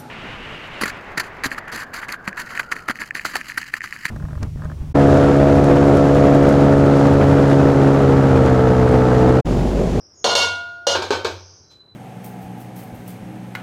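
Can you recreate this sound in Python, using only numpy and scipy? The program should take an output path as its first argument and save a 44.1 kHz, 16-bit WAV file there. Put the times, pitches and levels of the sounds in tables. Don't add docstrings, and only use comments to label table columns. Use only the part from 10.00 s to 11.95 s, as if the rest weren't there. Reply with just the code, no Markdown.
import sys
import numpy as np
from scipy import signal
from scipy.fft import rfft, irfft
from scipy.io import wavfile
from scipy.ndimage import uniform_filter1d, minimum_filter1d

SR = 44100
rng = np.random.default_rng(int(sys.argv[2]) if len(sys.argv) > 2 else 0)


def dump_mix(stems):
    frames = np.atleast_2d(stems).T
    limited = np.clip(frames, -1, 1)
    pcm = np.round(limited * 32767).astype(np.int16)
    wavfile.write(sys.argv[1], SR, pcm)


N = 85995
T = np.arange(N) / SR
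HZ = np.fft.rfftfreq(N, 1 / SR)

# start in seconds, ring in dB, clatter in dB, place (0 rim, 1 face),
# treble tilt in dB per octave, pot in dB, boom in dB.
KNOCKS = [(.2425, -6.5, -6, 0.61, -0.88, -14, -31), (.3515, -5, -7, 0.92, 1.24, -20, -35),
          (0.8678, -0.5, -8, 0, 0.4, -35, -30.5)]
# start in seconds, level in dB, treble tilt in dB per octave,
# hollow note in Hz, that note's level in dB, boom in dB.
CLUNKS = [(.9500, -17.5, 0, 534, -14, -41), (1.0215, -25, 1.5, 913, -30, -53),
          (1.1052, -15, -0.5, 417, -7.5, -39.5), (1.1225, -24.5, -0.5, 357, -17.5, -50),
          (1.2462, -20.5, 1, 463, -13, -32.5), (1.2640, -30, -4, 470, -26, -52)]


def lid_knocks():
    notes_hz = [478, 562, 689, 974, 1428, 2211, 2775, 2870, 3130, 3408, 3549, 3725, 4156, 4385, 4962, 5504,
                5805, 6098, 6592, 6760, 7430, 8131, 8880, 10450]
    # fade time in seconds, dB if struck on the rim, dB if struck on the face.
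    notes = [(0.13, -6.5, -4.5), (0.11, -2.5, -8), (2.4, -23, -30), (0.69, -26.5, -16), (1.4, -14.5, -10.5),
             (0.44, -44.5, -8.5), (0.55, -31.5, -6.5), (0.49, -10.5, -11.5), (0.16, -8, -6),
             (0.52, -32, -13), (0.51, -26.5, -15), (0.29, -27, -8.5), (0.15, -20, -25.5), (0.087, -37, -6),
             (0.39, -18.5, -17.5), (0.2, -35, -11.5), (0.15, -10.5, -9.5), (0.089, -16.5, -26.5),
             (0.17, -13, -13), (.25, -28.5, -42.5), (0.21, -20.5, -20.5), (0.48, -48, -28.5),
             (0.15, -36, -20.5), (.28, -45.5, -48)]
    # frequency in Hz, level in dB.
    spectrum = [(30, -69), (70, -40.5), (170, -16), (300, -14.5), (480, -0.5), (700, -2), (1000, -3),
                (1500, -13.5), (1950, -18), (2600, -20.5), (2900, -16), (4200, -10.5), (5200, -13.5),
                (6500, -18.5), (7200, -24.5), (8200, -27), (11000, -36.5), (16000, -50.5)]
    # frequency in Hz, fade time in seconds.
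    decays = [(100, 0.76), (500, 0.32), (1200, 0.43), (3000, 0.43), (6000, 0.36), (14000, 0.28)]
    ripple_db = uneven_metal()
    near_note = np.exp(-((HZ[:, None] - np.array(notes_hz)) / 60) ** 2).max(1)
    ripple_db += 11 * near_note * np.clip(HZ / 2800, 0, 1)
    rings = np.zeros((len(KNOCKS), N))
    for hz, (fade_s, rim_db, face_db) in zip(notes_hz, notes):
        twin_gap_hz = 18.3 * rng.uniform(0.6, 0.83)
        twin = amp(-12) * tone(twin_gap_hz) * fade(min(fade_s, 0.38))
        room_blur = amp(-8.5) * fade(0.38) * wander(73.3 * np.sqrt(hz / 2000))
        note = (fade(fade_s) + twin + room_blur) * tone(hz)
        for ring, (_, ring_db, _, place, *_) in zip(rings, KNOCKS):
            gain = amp(ring_db + rim_db + (face_db - rim_db) * place)
            ring += gain * (note * np.exp(2j * np.pi * rng.random())).real
    out = np.zeros(N)
    ends = [row[0] for row in KNOCKS[1:]] + [T[-1]]
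    pot_band = np.exp(-((HZ - 890) / 326) ** 2)
    for ring, (start, _, clatter_db, _, tilt_db, pot_db, _), end in zip(rings, KNOCKS, ends):
        choke = fade(0.15, after_s=end - start)
        pot = amp(pot_db) * noise(pot_band) * fade(0.33) * rise(0.0021)
        rattle = amp(clatter_db) * clatter(spectrum, decays, tilt_db, ripple_db)
        add(out, start, ring * choke * rise(0.0041) + pot + rattle)
    return out * fade(0.19, after_s=0.9355)


def lid_clunks():
    notes_hz = [365, 775, 1075, 1515, 1590, 2260, 3135, 4000]
    # fade time in seconds, level in dB.
    notes = [(0.365, -11.5), (0.42, -16), (0.22, -10.5), (0.38, -10.5), (0.29, -9), (0.57, -27),
             (0.77, -23.5), (0.18, -22)]
    # frequency in Hz, level in dB.
    spectrum = [(30, -60), (70, -29), (170, -20), (260, -10), (360, 1.5), (520, 1.5), (680, -4), (1050, -3),
                (1620, -9), (1900, -17), (2100, -17), (2350, -9), (2750, -16.5), (4000, -10), (6200, -19.5),
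                (7500, -31), (11000, -46), (16000, -64)]
    # frequency in Hz, fade time in seconds.
    decays = [(100, 0.42), (400, 0.33), (1200, 0.32), (3000, 0.34), (6000, 0.3), (14000, .33)]
    out, ripple_db = np.zeros(N), uneven_metal()
    for start, db, tilt_db, hollow_hz, hollow_db, _ in CLUNKS:
        ring = sum(amp(note_db) * fade(fade_s) * np.sin(2 * np.pi * (hz * T + rng.random()))
                   for hz, (fade_s, note_db) in zip(notes_hz, notes))
        hollow = amp(hollow_db) * fade(0.073) * (tone(hollow_hz) * (1 + 0.5 * wander(228))).imag
        rattle = amp(db) * clatter(spectrum, decays, tilt_db, ripple_db)
        add(out, start, rattle + (amp(db) * ring + hollow) * rise(0.0022))
    touch = amp(-52) * clatter(spectrum, decays, tilt_db=5, ripple_db=ripple_db) * rise(0.016)
    add(out, 1.70, touch)
    return out


def clatter(spectrum, decays, tilt_db, ripple_db):
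    octaves = np.log2((HZ + 100) / 1000)
    burst = rfft(noise(amp(curve(spectrum) + tilt_db * octaves + ripple_db)))
    centres = np.log([hz for hz, _ in decays])
    bands = sum(irfft(burst * np.interp(np.log(HZ + 1), centres, band), N) * fade(fade_s)
                for band, (_, fade_s) in zip(np.eye(len(decays)), decays))
    crack = 1 + amp(-10) * np.exp(-T / 0.0024)
    echo = amp(-21) * noise(abs(burst) / (1 + (HZ / 6500) ** 4))
    return bands * crack * rise(0.00078) + echo * fade(0.86) * (1 - np.exp(-T / 0.043))


def uneven_metal():
    bumps = unit(uniform_filter1d(rng.standard_normal(len(HZ)), size=100))
    return 4.2 * bumps * np.clip(HZ / 7000, 0.4, 1.8)


def boom():
    swell = np.zeros(N)
    for start, *_, db in KNOCKS + CLUNKS:
        add(swell, start, amp(db) * fade(0.77) * (1 - np.exp(-T / 0.025)))
    return swell * (tone(hz=91.5) * (1 + 0.6 * wander(38))).real


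def hiss():
    # start in seconds, length in seconds, low edge in Hz, high edge in Hz, level in dB.
    swells = [(-.25, .54, 4900, 5900, -51), (.135, .17, 6350, 6950, -49), (.16, .14, 5100, 6300, -54),
              (1.12, .68, 4600, 6400, -49)]
    out = np.zeros(N)
    for start, length, low, high, db in swells:
        band = 1 / (1 + ((2 * HZ - low - high) / (high - low)) ** 8)
        progress = np.clip((T - start) / length, 0, 1)
        out += amp(db) * noise(band) * abs(np.sin(np.pi * progress)) ** 1.5
    return out


def whistle():
    # time in seconds, pitch in Hz, level in dB.
    path = [(1.62, 4040, -76), (1.69, 4040, -63), (1.705, 4035, -52), (1.77, 4010, -52), (1.815, 4025, -46),
            (1.84, 3995, -55), (1.89, 4015, -52), (1.95, 3985, -53)]
    times, hz, db = np.transpose(path)
    flutter = 1 + 0.42 * unit(wander(140).real) + amp(-10) * wander(140)
    wave = np.exp(2j * np.pi * np.cumsum(np.interp(T, times, hz)) / SR) * flutter
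    return amp(np.interp(T, times, db)) * (T > times[0]) * unit(wave.real)


def room_noise():
    # frequency in Hz, relative level in dB.
    spectrum = [(25, -25.5), (60, -0.5), (100, 8.5), (200, -2.5), (380, 1.5), (700, -8), (1500, -12),
                (2000, -21), (4000, -29), (8000, -34.5), (16000, -45.5)]
    return amp(-57.5) * noise(amp(curve(spectrum)))


def amp(db):
    return 10 ** (np.asarray(db) / 20)


def unit(x):
    return x / np.sqrt(np.mean(abs(x) ** 2) + 1e-20)


def curve(points):
    hz, value = np.transpose(points)
    return np.interp(np.log(HZ + 1), np.log(hz), value)


def add(mix, start, sound):
    part = mix[round(start * SR):][:len(sound)]
    part += sound[:len(part)]


def fade(fade_s, after_s=0):
    return np.exp(-np.log(1000) * np.maximum(T - after_s, 0) / fade_s)


def rise(seconds):
    return np.minimum(T / seconds, 1)


def tone(hz):
    return np.exp(2j * np.pi * hz * T)


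def noise(gain):
    return unit(irfft(rfft(rng.standard_normal(N)) * gain, N))


def wander(rate_hz):
    real, imag = (np.interp(T * rate_hz, np.arange(1024), row) for row in rng.standard_normal((2, 1024)))
    return unit(real + 1j * imag)


def scene():
    return (lid_knocks() + lid_clunks() + boom() + room_noise() + hiss() + whistle())[None]


def record(dry):
    limit_db, recover_db_per_s, squeeze = -15.5, 136.5, 0.86
    power = uniform_filter1d(dry[0] ** 2, int(0.017 * SR))
    power_db = 10 * np.log10(abs(power) + 1e-12)
    recovery = T * recover_db_per_s
    held_db = np.maximum.accumulate(power_db + recovery) - recovery
    over_db = np.maximum(held_db - limit_db, 0)
    span = int(0.0053 * SR)
    coming_db = uniform_filter1d(-minimum_filter1d(-over_db, span), span)
    duck_db = uniform_filter1d(over_db + 0.55 * (coming_db - over_db), size=100)
    limited = dry / amp(squeeze * duck_db)
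    low_cut = signal.butter(N=2, Wn=40, btype="high", fs=SR, output="sos")
    high_cut = signal.firwin(511, 16100, window=("kaiser", 9), fs=SR)
    return signal.oaconvolve(signal.sosfilt(low_cut, limited), high_cut[None], "same")


dry = scene()
out = record(dry)
dump_mix(out)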